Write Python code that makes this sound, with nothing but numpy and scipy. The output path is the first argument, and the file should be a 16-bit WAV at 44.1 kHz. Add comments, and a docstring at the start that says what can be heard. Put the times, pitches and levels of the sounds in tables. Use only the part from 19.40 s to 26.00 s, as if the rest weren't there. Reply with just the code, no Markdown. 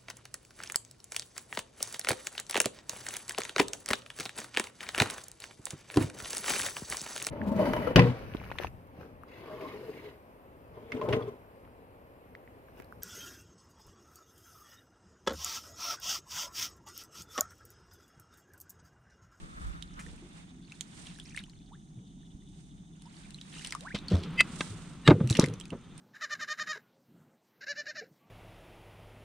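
"""A wet landing net drips, dips under and gurgles beside a small boat at night as a fish is let go.
Water is sine bubbles with climbing pitch, noise splats and fizz, and throbbing air pockets with slosh.
A sharp click rings (modes and noise), a rough chord swells before a knock, the pole knocks on the hull.
Close to a body-worn camera, noise bands make the sleeves, mesh, rubbing handle and scuffed case;
under them lie the low drone of the hull, a breeze at the microphone ports and thin hiss."""
import sys
import numpy as np
from scipy import signal
from scipy.fft import rfft, irfft, next_fast_len
from scipy.io import wavfile
from scipy.ndimage import uniform_filter1d, map_coordinates

SR = 44100
rng = np.random.default_rng(int(sys.argv[2]) if len(sys.argv) > 2 else 0)


def generate_wav(sig):
    """Save sig (samples, or channels by samples) to the path in sys.argv[1] as 16-bit PCM at SR."""
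    pcm = np.round(np.clip(np.atleast_2d(sig).T, -1, 1) * 32767).astype(np.int16)
    wavfile.write(sys.argv[1], SR, pcm)


N = 291060


def amp(db):
    """Decibels to gain."""
    return 10 ** (np.asarray(db) / 20)


def unit(x):
    """x at rms 1."""
    return x / np.sqrt(np.mean(x ** 2) + 1e-20)


def along(points, hz):
    """(Hz, value) points read on a log frequency axis."""
    f, v = np.transpose(points)
    return np.interp(np.log(hz + 1), np.log(f + 1), v)


def curves(rows):
    """One value per sample for each column after the time."""
    s, *cols = np.transpose(rows)
    return [np.interp(np.arange(N) / SR, s, c) for c in cols]


def wobble(rate):
    """A smooth random curve, rate knots a second."""
    knots = rng.standard_normal(int(N * rate / SR) + 4)
    return map_coordinates(knots, [np.arange(N) * rate / SR])


def filtered(x, response):
    """x times a response of frequency."""
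    size = x.shape[-1]
    m = next_fast_len(size + 8192)  # padding keeps the tail from wrapping round
    spectrum = rfft(x, m) * response(np.fft.rfftfreq(m, 1 / SR))
    return irfft(spectrum, m)[..., :size]


def noise(colour, size, alike=1):
    """Stereo noise of rms 1 in the given colour; alike is the correlation of left and right."""
    mid, side = filtered(rng.standard_normal((2, size)), lambda hz: amp(along(colour, hz)))
    turn = np.arccos(np.clip(alike, -1, 1)) / 2
    return unit(mid * np.cos(turn) + np.outer([1, -1], side) * np.sin(turn))


def swell(t, rise, t60):
    """A smooth rise to 1, then an exponential fall of 60 dB in t60 seconds."""
    attack = np.sin(np.pi / 2 * np.minimum(t / rise, 1)) ** 2
    return attack * amp(-60 * np.maximum(t - rise, 0) / t60)


def humps(times, levels_db, fades):
    """Gain of overlapping swells, each growing and fading evenly in dB around its peak."""
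    rise_share = 0.852  # a swell builds up in this share of the time it takes to fade
    t = np.arange(N) / SR
    power = 0
    for s, db, fade in zip(times, levels_db, fades):
        from_peak = np.maximum(t - s, (s - t) / rise_share)
        power = power + amp(db - 20 * from_peak / fade) ** 2
    return np.sqrt(power)


def panned(db):
    """Left and right gains for a left-minus-right level difference."""
    return amp(np.array([[db], [-db]]) / 2)


def add(track, s, sound):
    """Mix a sound into the track at time s."""
    start = max(round(s * SR), 0)
    track[:, start:start + sound.shape[-1]] += sound[..., :N - start]


def shower_flow():
    """Gain of the falling water: each shower builds up and drains away."""
    # the net or the fish sheds droplets: (time [s], level [dB], rise [s], t60 [s])
    showers = [(0, -67, .6, 2), (1.15, -68, .15, 2), (1.55, -58, .43, .6), (2.1, -74, .05, 4),
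               (3.45, -66, .4, 1.8), (4.06, -53, .2, .45), (4.55, -62.5, .2, 3), (5.88, -41, .025, .4),
               (5.98, -41, .04, .17), (6.05, -64, .05, 1.8)]
    t = np.arange(N) / SR
    power = 1e-12
    for s, db, rise, t60 in showers:
        power = power + (amp(db) * swell(np.maximum(t - s, 0), rise, t60)) ** 2
    return np.sqrt(power)


def spray(share, pitch_hz, spread, cycles, glide, size_db):
    """A share of the countless droplets, each a few cycles of a tiny bubble with a climbing pitch."""
    # droplets a second at the reference level; louder showers are denser by the power of crowding
    droplet_rate, reference_db, crowding = 300, -65, .8
    flow = shower_flow()
    rate = share * droplet_rate * (flow / amp(reference_db)) ** crowding
    due = np.cumsum(rate) / SR
    when, pitch, strength, life, side = rng.random((int(due[-1]), 5)).T[:, :, None]
    starts = np.searchsorted(due, when * due[-1])
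    hz = np.clip(pitch_hz * (pitch / (1 - pitch)) ** spread, 900, 10000)
    t = np.arange(SR // 60) / SR
    age = hz * t / (cycles * (.5 + life))
    fade = age * np.exp(-age) * (1 - t / t[-1])
    grains = np.sin(2 * np.pi * hz * t * (1 + glide * t)) * fade
    grains /= np.linalg.norm(grains, axis=1, keepdims=True)
    size = unit(amp(-size_db * np.log(np.maximum(strength, .05))))  # many small drops, few large
    grains *= size * flow[starts] * np.sqrt(SR / rate[starts])
    where = (starts + np.arange(len(t))).ravel()
    ears = [np.bincount(where, (grains * (.5 + lean)).ravel(), N)[:N] for lean in (side, 1 - side)]
    return np.array(ears)


def droplets():
    """A fine spray, fewer and deeper plops, and single chirping drips, all tiny ringing bubbles."""
    fine = spray(share=.7, pitch_hz=4510, spread=0.33, cycles=1.9, glide=5, size_db=4.5) * panned(-2)
    plops = spray(share=.25, pitch_hz=2103, spread=0.22, cycles=3, glide=14.5, size_db=5.5)
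    chirps = spray(share=.13, pitch_hz=3500, spread=0.24, cycles=3.6, glide=22, size_db=5.5)
    return amp(-1) * fine + amp(-5.5) * plops + amp(-4.5) * chirps


def boat_echo(x):
    """A brief scatter from the inside of the boat: noise that decays at its own pace in each band."""
    # decay inside the boat: (frequency [Hz], t60 [s])
    boat_decay = [(150, 0.125), (1000, 0.086), (9000, 0.084)]
    hz, t, z = signal.stft(rng.standard_normal((2, SR // 4)), SR, nperseg=256)
    decay = amp(-60 * t / along(boat_decay, hz)[:, None])
    tail = signal.istft(z * decay, SR, nperseg=256)[1]
    return signal.fftconvolve(x, tail / np.linalg.norm(tail[0]), axes=1)[:, :N]


def scrape():
    """Gain of the handle rubbing on the boat, which starts as the net goes under."""
    # pressure of the handle on the boat: (time [s], level [dB])
    pressure = [(4.56, -60.5), (4.93, -54.5), (5.08, -55.5), (5.39, -60), (5.57, -62.5), (5.89, -60.5),
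                (6.0, -55.5), (6.28, -66.5), (6.6, -65.5)]
    db, = curves(pressure)
    touching, = curves([(4.54, 0), (4.62, 1)])
    return amp(db) * touching


def rubbing():
    """Friction as noise: strokes swish a sleeve and drag the mesh; the handle rasps near the middle."""
    # strokes of the arms: (peak time [s], sleeve level [dB], mesh level [dB], sleeve's 20 dB fade [s])
    strokes = [(0, -57.5, -60.5, 0.26), (0.24, -58.5, -59.5, 0.3573), (0.7, -60, -61, 0.4349),
               (0.98, -59, -57.5, 0.173), (1.36, -61, -62, 0.16), (1.61, -51, -57.5, 0.2747),
               (1.88, -60, -63.5, 0.18), (3.19, -63, -71.5, 0.22), (3.8, -57.5, -60.5, 0.2717),
               (4.2, -50, -57.5, 0.33), (4.45, -60, -59, 0.2635), (5.21, -44.5, -58, 0.2636),
               (5.42, -58.5, -67.5, 0.58), (5.8, -62.5, -76, 0.59), (6.6, -58, -60.5, 0.07)]
    # colour of the sleeve: (frequency [Hz], relative level [dB])
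    swish_colour = [(2000, -10.5), (3700, -2), (5000, -4), (6500, -3), (7500, -1.5), (9000, 1.5),
                    (10000, -12), (11500, -28), (15000, -31.5)]
    # colour of the wet mesh: (frequency [Hz], relative level [dB])
    drag_colour = [(300, 5), (550, -5), (800, -0.5), (1300, -2), (2200, -2), (3500, -6), (5000, -12.5),
                   (9000, -36.5)]
    # colour of the handle's rasp: (frequency [Hz], relative level [dB])
    rub_colour = [(200, 6), (450, 2), (650, -3.5), (900, -0.5), (1300, 2.5), (1700, -4), (3400, -5.5),
                  (5000, -17.5), (8000, -38)]
    sleeve_rest_db, mesh_rest_db = -73, -78  # the arms are never quite still
    times, sleeve_db, mesh_db, fades = np.transpose(strokes)
    sleeve = np.hypot(amp(sleeve_rest_db), humps(times, sleeve_db, fades))
    sleeve = sleeve * amp(-3 + 1.72 * wobble(130)) * noise(swish_colour, N, alike=0.017)
    mesh = np.hypot(amp(mesh_rest_db), humps(times, mesh_db, 1.483 * fades))
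    mesh = mesh * amp(2.5 + 2.5 * wobble(74)) * noise(drag_colour, N, alike=-0.27)
    handle = scrape() * amp(5.5 + 0.75 * wobble(95)) * noise(rub_colour, N, alike=0.902)
    return sleeve * panned(-7.0) + mesh * panned(-2.834) + handle


def background():
    """Noise bands: hull drone and rumble fed by the handle, breeze at the ports, flutter and hiss."""
    # colour of the hollow hull: (frequency [Hz], relative level [dB])
    hum_colour = [(50, -28), (100, -11), (125, -9), (160, 1.5), (195, -2.5), (225, -8), (270, -8.5),
                  (330, -15.5), (400, -22.5), (520, -40), (1200, -73.5)]
    # colour of the breeze, shared by the rumble: (frequency [Hz], relative level [dB])
    breeze_colour = [(20, -8), (35, 11), (70, 6), (150, -24), (400, -59.5)]
    # gusts: (peak time [s], level [dB], time to fade by 20 dB [s])
    gusts = [(0.03, -45, 0.07), (0.27, -40, 0.2857), (0.73, -46.5, 0.16), (1.93, -52.5, 0.21),
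             (2.95, -46, 0.03)]
    # colour of the fluttering high band: (frequency [Hz], relative level [dB])
    flutter_colour = [(2300, -56), (2950, -5.5), (3250, -7.5), (3520, 1.5), (3750, -2), (4300, -23.5),
                      (6000, -49)]
    # colour of the thin hiss: (frequency [Hz], relative level [dB])
    hiss_colour = [(400, -3.5), (750, 11), (1200, -6), (2400, -35.5), (3200, -11.5), (4100, -22),
                   (5200, -8), (6400, 7), (7400, -7.5), (8900, 0.5), (11500, -29.5), (15000, -23)]
    drone_rest_db, breeze_rest_db = -52, -60.5
    drone_from_scrape_db, rumble_from_scrape_db = 11.5, -0.5  # over the handle's pressure
    hull = np.hypot(amp(drone_rest_db), amp(drone_from_scrape_db) * scrape())
    hull = hull * amp(0.59 * wobble(15)) * noise(hum_colour, N, alike=0.973)
    wind = np.hypot(amp(breeze_rest_db), humps(*np.transpose(gusts)))
    breeze = wind * amp(2.6 * wobble(7.5)) * noise(breeze_colour, N, alike=0.28) * panned(-2.2)
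    rumble = amp(rumble_from_scrape_db) * scrape() * noise(breeze_colour, N, alike=.9)
    flutter = amp(-73.0 + 3.86 * wobble(45)) * noise(flutter_colour, N, alike=0.89)
    hiss = amp(-71.0) * noise(hiss_colour, N, alike=0.12) * panned(-1.2)
    return hull + breeze + rumble + flutter + hiss


def gurgle(glide, count=9):
    """Smaller pockets break away one after another, ever weaker, each with its own climbing pitch."""
    middle_hz, spread_octaves = 260, .55  # spread is the standard deviation
    span_s, fall_db, t60_s = .15, 13.5, .065  # how long they keep coming, fade meanwhile, ring of each
    out, t = np.zeros(SR // 2), np.arange(SR // 6) / SR
    for k, (when, size) in enumerate(rng.random((count, 2))):
        late = (k + when) / count
        hz = middle_hz * 2 ** (spread_octaves * np.sqrt(12) * (size - .5))
        level = amp(-fall_db * late) * np.sqrt(middle_hz / hz)  # deeper pockets are louder
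        start = int(late * span_s * SR)
        tone = np.sin(2 * np.pi * hz * t * (1 + glide * t))
        out[start:start + len(t)] += level * swell(t, .005, t60_s) * tone
    return out


def plunges():
    """Net and fish push air under: the pocket throbs, the water sloshes shut around it and gurgles."""
    # air pockets pushed under:
    # (time [s], level [dB], pitch [Hz], rise [s], t60 [s], slosh relative to the pocket [dB])
    pockets = [(0.01, -58, 331.4, 0.018, 0.79, -0.5), (0.66, -55, 378.2, 0.0052, 0.283, 0.5),
               (0.715, -45, 69.8, 0.0193, 0.143, -9.5), (0.82, -52.5, 349, 0.0052, 0.305, 1),
               (2.572, -36.5, 123.2, 0.0043, 0.119, -23.5), (4.542, -26, 203.8, 0.00145, 0.079, -5.5),
               (4.706, -21.5, 185.1, 0.0164, 0.185, -5.5), (4.731, -13.5, 86.2, 0.0081, 0.1623, -18),
               (5.284, -36, 104.3, 0.0314, 0.216, -20.5), (5.674, -4.5, 150.9, 0.018, 0.0456, -9),
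               (5.706, -7.5, 300, 0.0107, .06, -4), (5.71, -14.5, 100.4, 0.00607, .16, -14),
               (5.807, -13.5, 161.4, .0045, 0.0505, -13), (5.833, -19, 124.6, .012, 0.161, -20.5),
               (5.903, -14.5, 116.2, 0.0075, .062, -17), (5.988, -8.5, 175.2, .0048, 0.041, -6.5),
               (6.03, -14, 146.7, 0.0035, 0.062, -7), (6.085, -30.5, 111.2, .016, 0.211, -12.5),
               (6.316, -38, 235.3, 0.01326, 0.117, 6.5)]
    # colour of the slosh: (frequency [Hz], relative level [dB])
    slosh_colour = [(40, -29.5), (85, -1), (300, 5), (500, -2.5), (800, -14.5), (1500, -21), (4000, -44),
                    (10000, -61.5)]
    gurgle_db = -18  # relative to its plunge
    out, t = np.zeros((2, N)), np.arange(SR // 2) / SR
    for s, db, hz, rise, t60, slosh_db in pockets:
        pocket = np.sin(2 * np.pi * hz * t)
        slosh = amp(slosh_db) * noise(slosh_colour, len(t))
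        add(out, s, amp(db) * swell(t, rise, t60) * (pocket + slosh))
        add(out, s + rise, amp(db + gurgle_db) * gurgle(glide=1.3))
    return out


def scuffs():
    """Brushing on the case, as noise, reaches the two microphone ports nearly in opposite phase."""
    # something brushes the camera case: (peak time [s], level [dB], time to fade by 20 dB [s])
    brushes = [(0.03, -55.5, 0.03), (0.23, -47.5, 0.3465), (0.6, -48.5, 0.1022)]
    # colour of the brushing: (frequency [Hz], relative level [dB])
    scuff_colour = [(200, -3), (600, -6), (900, -9), (1250, 4), (1700, -6), (2600, -17.5), (6000, -30.5)]
    chafing_db = -77.5  # faint chafing in between
    gain = np.hypot(amp(chafing_db), humps(*np.transpose(brushes)))
    return gain * amp(2.5 * wobble(60)) * noise(scuff_colour, N, alike=-0.925)


def drops(alike, glide, waver_hz):
    """Each drop splats on the surface and traps a small bubble whose pitch wavers and climbs."""
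    # the loudest drops striking the water:
    # (time [s], bubble level [dB], bubble pitch [Hz], left minus right [dB], splat rel. to bubble [dB])
    drips = [(0.4238, -35, 3543, -8, -1), (0.6632, -44.5, 1685, -9.5, -1), (1.32, -38.5, 2590, 2.5, -4.5),
             (1.4085, -35.5, 6046, -8, 11.5), (1.668, -40, 3400, -4.5, -2), (1.7869, -46, 1590, 3, 1.5),
             (1.7981, -35.5, 3385, 1, -3.5), (1.9459, -38.5, 1645, 6, -10), (1.963, -36.5, 8580, -9, -5),
             (1.9742, -25, 2058, 4, -11.5), (1.9897, -35.5, 3540, 0.5, -3), (2.0375, -41, 2960, -1, -3.5),
             (2.096, -48, 4190, 3, -0.5), (3.6202, -48, 8830, -1, 2.5), (3.906, -53, 8330, 11, 9),
             (3.9438, -36.5, 3830, -0.5, -6), (3.985, -45, 2900, 0, -8), (4.0123, -36.5, 3593, -2, -4.5),
             (4.1939, -39.5, 2706, 2.5, -9), (4.247, -31.5, 2872, 0.5, 2.5), (4.2621, -38.5, 5020, 0, 4.5),
             (4.2711, -32.5, 8260, 2, 0.5), (4.3067, -35.5, 5630, -1, 1), (4.3227, -27.5, 1998, 1.5, 1),
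             (4.3494, -26, 1133, 3.5, -6), (4.4072, -41.5, 3580, -0.5, 5.5), (4.587, -36, 3720, -0.5, -4.5),
             (4.6825, -27, 4208, -0.5, -11.5), (5.8739, -47, 3180, 0.5, 15.5), (5.8991, -24.5, 3755, 0, -4),
             (5.906, -31, 7660, 8.5, -10.5), (5.9258, -27.5, 3880, -1, 0), (5.952, -31, 2950, 7, -1.5),
             (5.97, -30.5, 5680, -5.5, 5), (5.9957, -21.5, 4783, 1.5, 1.5), (6.0234, -27, 3790, 0, -9),
             (6.0402, -26.5, 1985, 6.5, -2), (6.06, -37.5, 1943, -2, 6), (6.085, -45, 3820, -2, 10),
             (6.1374, -41.5, 5730, 2.5, 2.5), (6.1991, -38.5, 7680, -5, 3), (6.21, -36.5, 2966, -3, -1),
             (6.2544, -44.5, 2380, -1.5, 3.5), (6.3036, -37, 2683, -4.5, -3),
             (6.5778, -42.5, 8470, -4, 1.5)]
    # colour of the splat: (frequency [Hz], relative level [dB])
    splat_colour = [(300, -8), (1200, -9.5), (3700, 5), (5200, 1.5), (9000, 0.5), (11000, -2), (15000, -10)]
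    # t60 of a bubble of the reference pitch; smaller bubbles die sooner by the power of ring_fall
    ring_s, ring_hz, ring_fall = 0.0154, 3000, 0.39
    out, t = np.zeros((2, N)), np.arange(SR // 12) / SR
    for s, db, hz, pan_db, splat_db in drips:
        drift = unit(uniform_filter1d(rng.standard_normal(len(t)), size=40))
        waver = waver_hz * hz / ring_hz * drift
        phase = 2 * np.pi * (hz * t * (1 + glide * t) + np.cumsum(waver) / SR)
        bubble = np.sin(phase) * swell(t, 0.00163, ring_s * (ring_hz / hz) ** ring_fall)
        splash = swell(t, 0.0005, 0.0055) + amp(-21.5) * swell(t, 0.0044, 0.02)
        splat = noise(splat_colour, len(t), alike) * splash
        add(out, s + .0004, amp(db) * panned(pan_db) * (bubble + amp(splat_db) * splat))
    return out


def washes(clump_db):
    """Bubbles too many to count merge into a noise-like fizz that comes in clumps."""
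    # sheets of water breaking into fizz: (time [s], level [dB], rise [s], t60 [s], bubble pitch [Hz])
    sheets = [(0.591, -44.5, 0.00227, .13, 1860), (0.593, -48, 0.00274, .21, 8000),
              (1.639, -51, 0.039, .25, 3180), (1.97, -44, 0.0049, .14, 2650),
              (4.108, -51.5, 0.0316, 0.334, 2730), (4.243, -41.5, 0.0042, .14, 2960),
              (4.319, -43.5, .007, 0.095, 1400), (4.545, -37.5, 0.0028, 0.127, 3460),
              (4.68, -46, 0.0275, .6, 3706), (4.725, -45.5, 0.032, .27, 560),
              (4.825, -42, 0.0098, .08, 3640), (5.895, -30.5, 0.0076, .055, 7500),
              (5.949, -30.5, 0.0033, .095, 2670), (5.9966, -14.5, 0.00079, .007, 5310),
              (6.005, -34, .004, .16, 1210)]
    # colour of the fizz: (multiple of the bubble pitch, relative level [dB])
    fizz_colour = [(.1, -15.5), (.45, -11), (.8, 1.5), (1.15, 2.5), (1.8, -10), (4, -25)]
    out, t = np.zeros((2, N)), np.arange(SR // 2) / SR
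    clumps = unit(amp(clump_db * wobble(450)))
    for s, db, rise, t60, hz in sheets:
        fizz = noise([(hz * ratio, level) for ratio, level in fizz_colour], len(t), alike=0.89)
        add(out, s, amp(db) * swell(t, rise, t60) * fizz)
    return out * clumps


def glugs(tremble_db, waver):
    """Large bubbles tremble and whistle upward as they near the surface."""
    # rising bubbles: (time [s], level [dB], start pitch [Hz], end pitch [Hz], length [s])
    bubbles = [(2.308, -55, 678, 2031, 0.0553), (3.655, -53.5, 847, 1047, 0.0262),
               (4.408, -53, 445.7, 1155, 0.0896), (4.448, -41.5, 916, 2502, 0.0502),
               (4.503, -38, 1442, 2480, 0.0265), (6.039, -28.5, 1559, 2606, .008)]
    out = np.zeros((2, N))
    for s, db, start_hz, end_hz, length in bubbles:
        u = np.linspace(0, 1, int(length * SR))
        hz = start_hz * (end_hz / start_hz) ** u * (1 + waver * wobble(500.3)[:len(u)])
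        shape = np.sin(np.pi * u ** 0.705) ** 0.7
        add(out, s, amp(db) * shape * np.sin(2 * np.pi * np.cumsum(hz) / SR))
    return out * amp(tremble_db * wobble(350))


def knocks(ring_db):
    """A short gritty contact rings the hull's resonances; each contact has its own brightness."""
    # the pole against the hull: (time [s], level [dB], rise [s], t60 [s], brightness [Hz])
    contacts = [(4.548, -32.5, 0.0022, 0.06, 5000), (5.206, -22, 0.00289, 0.0197, 5350),
                (5.6626, -34.5, 0.0033, 0.186, 5000), (5.6752, -11, 0.0015, 0.0305, 6570),
                (5.698, -16.5, 0.0021, 0.013, 1800), (5.7053, -12.5, 0.0004, 0.029, 1276),
                (5.798, -35, 0.00654, 0.038, 1000), (5.987, -24, 0.00247, 0.075, 900)]
    # resonances of the hull: (frequency [Hz], width [Hz], relative level [dB])
    resonances = [(852, 27.6, 1), (1041, 79, 1), (1207.6, 71, 0.5), (1555, 88, 2), (1705, 86, -4.5),
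                  (2000, 30, -10.5), (2108, 68, -3), (2706, 202, -1.5), (2910, 24, -22.5), (3696, 57, -19),
                  (3749, 68, -2.5), (4350, 150, -57.5)]
    grit_colour = [(300, 5.0), (900, -6), (1800, -1), (3900, -0.5), (5500, -10.5), (8300, -8),
                   (11000, -29.5), (15000, -39.0)]  # (frequency [Hz], relative level [dB])
    out, t = np.zeros((2, N)), np.arange(SR // 4) / SR

    def hull(f):
        """Band-pass resonances summed with alternating signs."""
        return sum((-1) ** k * amp(db) * 1j * f * width / (centre * centre - f * f + 1j * f * width)
                   for k, (centre, width, db) in enumerate(resonances))

    for s, db, rise, t60, bright_hz in contacts:
        shape = swell(t, rise, t60)
        contact = shape * noise(grit_colour, len(t))[0]
        knock = filtered(contact, lambda f: (1 + amp(ring_db) * hull(f)) / (1 + 1j * f / bright_hz) ** 2)
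        add(out, s, amp(db) * knock * np.linalg.norm(shape) / np.linalg.norm(knock))
    return out


def ringing_click():
    """A sharp click with a soft ringing swell leading into it; each part has noise and ringing modes."""
    # parts of the click:
    # (time [s], level before a common 5.5 dB cut [dB], rise [s], noise relative to ring [dB])
    parts = [(4.971, -27, 0.0169, -18.5), (4.989, -17, 0.0048, -20), (4.9972, -12.5, 0.00247, -24),
             (5.0028, -6.5, 0.00244, -19.5), (5.0067, -24.5, 0.00097, 14.5)]
    # ringing modes: (frequency [Hz], relative level [dB], t60 [s])
    modes = [(2041.7, 2, 0.0362), (2095, -12, 0.039), (2597.3, 0, 0.0456), (3079, -7.5, 0.025),
             (4750, -14, 0.063), (5950, -31.5, .04), (10750, -31, .03), (13380, -41.5, 0.0277)]
    crack_colour = [(200, 2.5), (450, -0.5), (3000, 9.5), (5500, -4.5), (8500, -1.0), (11000, -15.5),
                    (15000, -30)]  # (frequency [Hz], relative level [dB])
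    out, t = np.zeros((2, N)), np.arange(SR // 6) / SR
    for s, db, rise, crack_db in parts:
        ring = sum(amp(level) * swell(t, rise, t60) * np.sin(2 * np.pi * hz * t)
                   for hz, level, t60 in modes)
        crack = swell(t, rise, 0.0216) * noise(crack_colour, len(t))
        add(out, s, amp(db - 5.5) * (ring + amp(crack_db) * crack))
    return out


def rough_chord(rough):
    """A short, slightly rough chord of sines swells up just before the hardest knock."""
    # partials of the chord: (frequency [Hz], relative level [dB])
    partials = [(1820, -1), (2860, -0.5), (3890, -0.5), (4920, -15.5), (7920, -15.5)]
    start_s, level_db, rise_s, t60_s = 5.642, -36, .036, .04
    out, t = np.zeros((2, N)), np.arange(SR // 8) / SR
    steps = rng.standard_normal((len(partials), len(t)))
    drift = rough * np.cumsum(steps, axis=1) / np.sqrt(SR)  # the phases wander
    chord = sum(amp(db) * np.sin(2 * np.pi * hz * t + phase) for (hz, db), phase in zip(partials, drift))
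    add(out, start_s, amp(level_db) * swell(t, rise_s, t60_s) * chord)
    return out


def scene():
    """Water out in the open; the thuds, knocks, click and chord stand in the middle."""
    # the camera case muffles the top of the water: (frequency [Hz], gain [dB])
    case_gain = [(9300, -1.5), (10300, -9.5), (11500, -14.5), (15000, -15.5)]
    water = droplets() + drops(alike=0.7, glide=6.9, waver_hz=190.5)
    water = water + washes(clump_db=4.5) + glugs(tremble_db=3, waver=0.026)
    water = filtered(water + amp(-9) * boat_echo(water), lambda hz: amp(along(case_gain, hz)))
    no_bass = signal.butter(2, 58, "high", fs=SR, output="sos")  # small pockets radiate no deep bass
    thuds = signal.sosfilt(no_bass, plunges())
    hard_sounds = knocks(ring_db=8.0) + ringing_click() + rough_chord(rough=13)
    return water + thuds + hard_sounds + rubbing() + scuffs() + background()


def record(dry):
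    """The camera keeps nothing above its band limit."""
    top_hz = 15800
    return filtered(dry, lambda hz: hz < top_hz)


dry = scene()
out = record(dry)
generate_wav(out)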